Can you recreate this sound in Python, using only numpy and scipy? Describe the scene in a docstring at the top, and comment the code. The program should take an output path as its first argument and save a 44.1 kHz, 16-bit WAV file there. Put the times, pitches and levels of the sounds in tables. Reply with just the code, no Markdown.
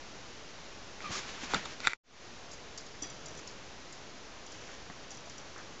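"""A hand-cranked wooden automaton, heard by a small mono camera. At first there is only a faint hiss.
After one second, fingers rub, knock, squeak and bump on the camera's case, and the grip makes it creak.
Near two seconds the sound fades out and in again. Then the crank starts to turn: wooden wheels
rub, bump and clack softly, while wire parts catch on each other with little ticks and chirps."""
import sys
import numpy as np
from scipy.fft import rfft, irfft, next_fast_len
from scipy.io import wavfile
from scipy.ndimage import map_coordinates

SR = 44100
rng = np.random.default_rng(int(sys.argv[2]) if len(sys.argv) > 2 else 0)


def dump_mix(stems):
    """Bounce the given channels to the path in sys.argv[1] as a 16-bit WAV at rate SR."""
    frames = np.atleast_2d(stems).T  # one column per channel
    limited = np.clip(frames, -1, 1)  # hard clip at full scale
    pcm = np.round(limited * 32767).astype(np.int16)
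    wavfile.write(sys.argv[1], SR, pcm)


N = 255780

# Tone of the background hiss, of sliding skin and of its fine hiss.
# Each row: frequency in Hz, strength in dB.
HISS_TONE = [(12, -2), (28, 1.5), (60, -0.5), (150, -2), (370, -1), (650, -2.5), (1000, -4.5), (1500, -6),
             (2100, -7), (3000, -8.5), (4500, -10), (6000, -10), (7000, -13.5), (8000, -17)]
SKIN_TONE = [(30, -2.5), (110, -5.5), (300, -1), (600, -4.5), (1350, -2.5), (1900, -2.5), (2400, -3),
             (3100, -4.5), (3800, -6), (5000, -10.5), (7200, -15), (9000, -25)]
SKIN_HISS_TONE = [(1500, -17.5), (3500, -7), (4800, 0), (6600, 1.5), (8000, -3.5)]
# Finger strokes, the first a long light touch.
# Each row: start in seconds, level in dB, hold in seconds, hiss in dB compared with the stroke.
FINGER_STROKES = [(1.0, -47.5, 0.7043, -7.5), (1.1, -42, 0.062, 3.5), (1.255, -48, 0.017, -0.5),
                  (1.405, -46.5, .015, 1), (1.485, -42.5, 0.022, -2.5), (1.525, -37.5, 0.0207, -13.5),
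                  (1.785, -49, .03, -7), (1.835, -45, .008, -8)]
# Knocks on the case. A fade time (t60 in the code) is how long a sound takes to drop 60 dB. Each row:
# start in seconds, level in dB, pitch in Hz, fade time in seconds, snap in dB compared with the knock.
CASE_KNOCKS = [(1.0055, -23.5, 2000, .0023, -20.5), (1.5366, -6.5, 896, .0033, -34),
               (1.5405, -18, 900, 0.0041, -21), (1.547, -14, 1310, .0086, -5),
               (1.5602, -22, 1900, .004, -15), (1.6575, -28.5, 1170, .017, -6),
               (1.8039, -21, 4920, 0.0025, -17.5), (1.8725, -3, 1810, .0031, -10.5),
               (1.8806, -18, 1640, .007, -8.5), (1.9336, -7.5, 2100, 0.0033, -25.5)]
# The notes the case rings at, called its modes. Each row: pitch in Hz, width in Hz, strength in dB.
CASE_MODES = [(440, 210, -5), (934, 140, -2.5), (1418, 296, 2.5), (2018, 240, -0.5), (2293, 220, -2),
              (3623, 680, -1), (4377, 330, -5.5), (5592, 380, -6), (7168, 550, -1)]
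# Skin squeaks. Each row: start in seconds, level in dB, hold in seconds, first pitch in Hz,
# glide in Hz per second.
SKIN_SQUEAKS = [(1.031, -39.5, .008, 1250, -1000), (1.131, -42.5, .004, 1184, 600)]
# Bumps of hand and wood. Each row: start in seconds, level in dB, pitch in Hz, fade time in seconds.
DULL_BUMPS = [(1.092, -40, 229, 0.063), (1.106, -33.5, 124.9, 0.057), (1.434, -40, 250, .053),
              (1.537, -35.5, 256, 0.092), (1.554, -33, 198.5, 0.11), (1.872, -43, 291.4, .06),
              (3.022, -43, 299, 0.155), (3.058, -42.5, 170.4, .069), (3.11, -48, 141, .15),
              (3.239, -49.5, 155.2, 0.14), (4.899, -40.5, 199.5, 0.0626), (5.272, -43.5, 689, 0.066)]
# Creaks of the case. Each row: start in seconds, level in dB, hold in seconds.
GRIP_CREAKS = [(1.829, -38.5, .025), (1.884, -40.5, .018)]
# Tone of the wheels' rumble and of their dry scrape. Each row: frequency in Hz, strength in dB.
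RUMBLE_TONE = [(30, -4.5), (110, 2.5), (250, -3.5), (400, -0.5), (700, -4.5), (1500, -13), (3000, -21.5),
               (9000, -38)]
SCRAPE_TONE = [(200, -19.5), (1000, -4), (1700, 2.5), (2400, -4), (3000, 2.5), (3800, -6.5), (5000, -5),
               (6100, 1), (7500, -7.5)]
# Long rubs as the wheels swing the figures round.
# Each row: start in seconds, rumble in dB, hold in seconds, scrape in dB compared with the rumble.
WHEEL_RUBS = [(2.97, -55, 0.419, -4), (4.45, -59.5, .18, 6.5), (5.22, -60.5, .42, -1)]
# Wire ticks. Each row: start in seconds, level in dB, fade time in seconds, second wire's share (0 to 1).
WIRE_TICKS = [(2.512, -43.5, 0.044, 0.97), (2.53, -45, .054, .9), (2.775, -36.5, 0.0345, .9),
              (2.863, -46.5, .03, 1), (3.0202, -33.5, 0.043, 0.04), (3.031, -33.5, .021, 0),
              (3.069, -43, .015, 0.04), (3.099, -40.5, 0.0305, 0), (3.257, -41, 0.0464, .2),
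              (3.281, -45, .036, .2), (3.35, -46, .02, .2), (3.372, -43.5, 0.032, .3),
              (3.389, -43.5, .02, .7), (3.4737, -37.5, 0.0148, 0.94), (3.924, -43, 0.0355, 1),
              (4.462, -44.5, .03, .2), (4.519, -43, .022, .2), (5.104, -43.5, .04, .3),
              (5.113, -44, .04, .7), (5.142, -48, .035, 0.5), (5.171, -44.5, 0.0173, .5),
              (5.257, -48, .025, 0), (5.296, -41.5, 0.017, .5), (5.379, -44.5, 0.046, 0.2),
              (5.577, -49, .04, .5)]
# The notes the two wires and the wood ring at. Each row: pitch in Hz, width in Hz, strength in dB.
FIRST_WIRE_MODES = [(3374, 110, -6), (4832, 100, -6), (5882, 105, 0), (7163, 200, -5.5)]
SECOND_WIRE_MODES = [(4870, 150, -5), (5352, 230, 0), (5932, 130, -6.5), (6556, 250, -1.5), (6912, 150, -4),
                     (7246, 150, 0)]
WOOD_MODES = [(330, 150, -4), (716, 140, 1), (1201, 340, -1.5), (1538, 280, -3), (1880, 250, -1.5),
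              (3100, 500, -13.5)]
# Wheel clacks. Each row: start in seconds, level in dB, favoured pitch in Hz, fade time in seconds.
WHEEL_CLACKS = [(3.038, -46, 2100, 0.079), (3.392, -48, 1500, .04), (4.69, -48, 1794, 0.078),
                (4.899, -44.5, 1200, 0.115), (5.562, -45.5, 1096, 0.108), (5.578, -47.5, 1345, 0.24)]
# How the camera dulls high sounds. Each row: frequency in Hz, change in dB.
CAMERA_TREBLE = [(7000, 0), (7400, -4.5), (7800, -14.0), (8200, -32.5)]
TOP_HZ = 8400  # the camera hears nothing higher


def amp(db):
    """Turn decibels into a number to multiply by."""
    return 10 ** (np.asarray(db) / 20)


def unit(x):
    """Scale a sound to an average (rms) level of 1."""
    return x / np.sqrt(np.mean(x ** 2) + 1e-20)


def tone_gain(tone, hz):
    """Read a tone table smoothly between its rows, as a number to multiply by."""
    row_hz, row_db = np.transpose(tone)
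    return amp(np.interp(np.log(hz + 1), np.log(row_hz + 1), row_db))


def wobble(rate):
    """A smooth curve through `rate` random values a second."""
    return map_coordinates(rng.standard_normal(int(N * rate / SR) + 4), [np.arange(N) * rate / SR])


def filtered(x, response):
    """Turn each frequency of a sound up or down, as response(hz) says."""
    size = next_fast_len(len(x) + SR // 4)
    return irfft(rfft(x, size) * response(np.fft.rfftfreq(size, 1 / SR)), size)[:len(x)]


def resonances(modes):
    """The response of an object that rings at these notes."""
    return lambda hz: sum(amp(db) * 1j * hz * width / (pitch ** 2 - hz ** 2 + 1j * hz * width)
                          for pitch, width, db in modes)


def favour(modes, bright_hz, spread_hz):
    """The spot that is touched mostly wakes the notes near one pitch."""
    return lambda hz: resonances(modes)(hz) / (1 + ((hz - bright_hz) / spread_hz) ** 2)


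def coloured(x, tone):
    """Give a sound this tone, at an average level of 1."""
    return unit(filtered(x, lambda hz: tone_gain(tone, hz)))


def slips(rate, spread_db):
    """Friction: about `rate` tiny slips a second, of uneven size."""
    slipping = rng.random(N) < rate / SR
    return unit(slipping * rng.standard_normal(N) * amp(spread_db * rng.standard_normal(N)))


def decay(t60):
    """A quarter second of loudness that drops 60 dB every t60 seconds."""
    return 1000 ** (-np.arange(SR // 4) / SR / t60)


def ring(hz, t60):
    """A pure note that dies away."""
    return decay(t60) * np.sin(2 * np.pi * hz * np.arange(SR // 4) / SR)


def burst(t60, response, rise=1e-5):
    """A puff of filtered noise that swells and dies, with as much energy as decay(t60)."""
    fall = decay(t60)
    onset = 1 - np.exp(-np.arange(len(fall)) / SR / rise)
    noise = onset * fall * rng.standard_normal(len(fall))
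    return unit(filtered(noise, response)) * np.sqrt(np.mean(fall ** 2))


def swell(start, attack, hold, t60):
    """Loudness that rises, holds, then dies away; all times are in seconds."""
    t = np.arange(N) / SR - start
    return np.clip(t / attack, 0, 1) * 1000 ** (-np.maximum(t - attack - hold, 0) / t60)


def rubbing(rows, attack, t60):
    """Two loudness curves for overlapping rubs: the main sound and its brighter part."""
    power = np.array([(amp(db) * swell(start, attack, hold, t60)) ** 2 for start, db, hold, _ in rows])
    bright = amp([row[-1] for row in rows]) ** 2
    return np.sqrt(power.sum(axis=0)), np.sqrt(bright @ power)


def add(track, start, sound):
    """Mix a sound into the track at `start` seconds."""
    part = track[round(start * SR):][:len(sound)]
    part += sound[:len(part)]


def background_hiss():
    """A steady, faint background hiss."""
    return amp(-49) * coloured(rng.standard_normal(N), HISS_TONE)


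def fingers():
    """Skin slides over the case in tiny slips, with a fine hiss on top."""
    slide_gain, hiss_gain = rubbing(FINGER_STROKES, attack=.0253, t60=.16)
    slide = slide_gain * coloured(slips(rate=15000, spread_db=2), SKIN_TONE)
    hiss = hiss_gain * coloured(slips(rate=19000, spread_db=0), SKIN_HISS_TONE)
    return slide + hiss


def knocks():
    """The seam snaps, then the knock lands: a pulse, a crack and a faint rattle ring in the case."""
    out = np.zeros(N)
    crack = lambda t60: burst(t60, lambda hz: (hz > 1200) & (hz < TOP_HZ))
    for start, db, hz, t60, snap_db in CASE_KNOCKS:
        snap_t60, snap_lead_s = 1.2 * t60, min(.33 * t60, .0027)
        snap = ring(hz=3700, t60=snap_t60) + amp(-.5) * crack(snap_t60)
        rattle = amp(-27.5) * burst(.056, resonances([(hz, hz, 0)]))
        add(out, start - snap_lead_s, amp(db + snap_db) * snap)
        add(out, start, amp(db) * (ring(hz, t60) + amp(-15) * crack(t60) + rattle))
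    return filtered(out, resonances(CASE_MODES))


def squeaks():
    """Skin sticks and slips at a shaky, gliding pitch, with a softer note an octave up."""
    out = np.zeros(N)
    glide_s = .06
    for start, db, hold, first_hz, glide in SKIN_SQUEAKS:
        hz = first_hz + glide * np.clip(np.arange(N) / SR - start, 0, glide_s)
        phase = 2 * np.pi * np.cumsum(hz * (1 + .04 * wobble(450))) / SR
        flutter = amp(3.2 * wobble(260))
        tone = unit(flutter * (np.sin(phase) + amp(-7) * np.sin(2 * phase)))
        out += amp(db) * swell(start, attack=.02, hold=hold, t60=.19) * tone
    return out


def bumps():
    """A soft touch of hand or wood gives a low thud that dies quickly."""
    out = np.zeros(N)
    for start, db, hz, t60 in DULL_BUMPS:
        noise = amp(-7.5) * burst(t60, resonances([(hz, hz, 0)]))
        add(out, start, amp(db) * (ring(hz, t60) + noise))
    return out


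def creaks():
    """A tighter grip makes the plastic case creak at its seam."""
    grip = sum(amp(db) * swell(start, attack=.019, hold=hold, t60=.06) for start, db, hold in GRIP_CREAKS)
    seam = lambda hz: resonances(CASE_MODES)(hz) * resonances([(2150, 1100, 0)])(hz)
    return grip * unit(filtered(slips(rate=5000, spread_db=2.5), seam))


def wheels():
    """The crank gets up to speed; wooden wheels rumble and scrape on each other, louder in long rubs."""
    start_s, speed_up_s = 2.2, .33
    speed = np.clip((np.arange(N) / SR - start_s) / speed_up_s, 0, 1)
    rub_rumble, rub_scrape = rubbing(WHEEL_RUBS, attack=.099, t60=.4)
    rumble_gain = np.hypot(amp(-62) * speed, rub_rumble)  # steady turning plus the rubs
    scrape_gain = np.hypot(amp(-66.5) * speed, rub_scrape)
    rumble = rumble_gain * coloured(slips(rate=2500, spread_db=3.5), RUMBLE_TONE)
    scrape = scrape_gain * coloured(slips(rate=3000, spread_db=3), SCRAPE_TONE)
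    return rumble + scrape


def wires():
    """Two wires catch and scrape, bounce once, and ring on faintly at their lower notes."""
    out = np.zeros(N)
    bounce_delays_s = .035 * rng.uniform(.54, 1.4, len(WIRE_TICKS))
    for (start, db, t60, share), delay in zip(WIRE_TICKS, bounce_delays_s):
        for modes, part in ((FIRST_WIRE_MODES, 1 - share), (SECOND_WIRE_MODES, share)):
            gain = amp(db + .95) * np.sqrt(part)
            contact = favour(modes, bright_hz=6350, spread_hz=1770)
            lower_notes = favour(modes, bright_hz=4200, spread_hz=1500)
            after_ring = amp(-12.5) * burst(.17, lower_notes, rise=.0046)
            add(out, start, gain * (burst(t60, contact, rise=.002) + after_ring))
            add(out, start + delay, gain * amp(-12.5) * burst(t60, contact, rise=.0022))
    return out


def clacks():
    """Now and then the wooden wheels clack in their loose bearings."""
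    out = np.zeros(N)
    for start, db, bright_hz, t60 in WHEEL_CLACKS:
        add(out, start, amp(db) * burst(t60, favour(WOOD_MODES, bright_hz, spread_hz=.55 * bright_hz)))
    return out


def scene():
    """Add up all the sounds, the same on the left and the right."""
    mono = background_hiss() + fingers() + knocks() + squeaks() + bumps() + creaks()
    mono += wheels() + wires() + clacks()
    return np.array([mono, mono])


def record(dry):
    """The camera shifts the wave slightly off zero and dulls the highs; the sound fades out and in."""
    offset = -.0024
    silent_from_s, silent_to_s, fade_out_s, fade_in_s = 1.9704, 2.034, .0866, .2264
    t = np.arange(N) / SR
    fade_out = amp(.5) * np.clip((silent_from_s - t) / fade_out_s, 0, 1)
    fade_in = amp(-.3669) * np.clip((t - silent_to_s) / fade_in_s, 0, 1)
    faded = (dry + offset) * (fade_out + fade_in)
    dull_highs = lambda hz: tone_gain(CAMERA_TREBLE, hz) * (hz < TOP_HZ)
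    return np.array([filtered(channel, dull_highs) for channel in faded])


dry = scene()
out = record(dry)
dump_mix(out)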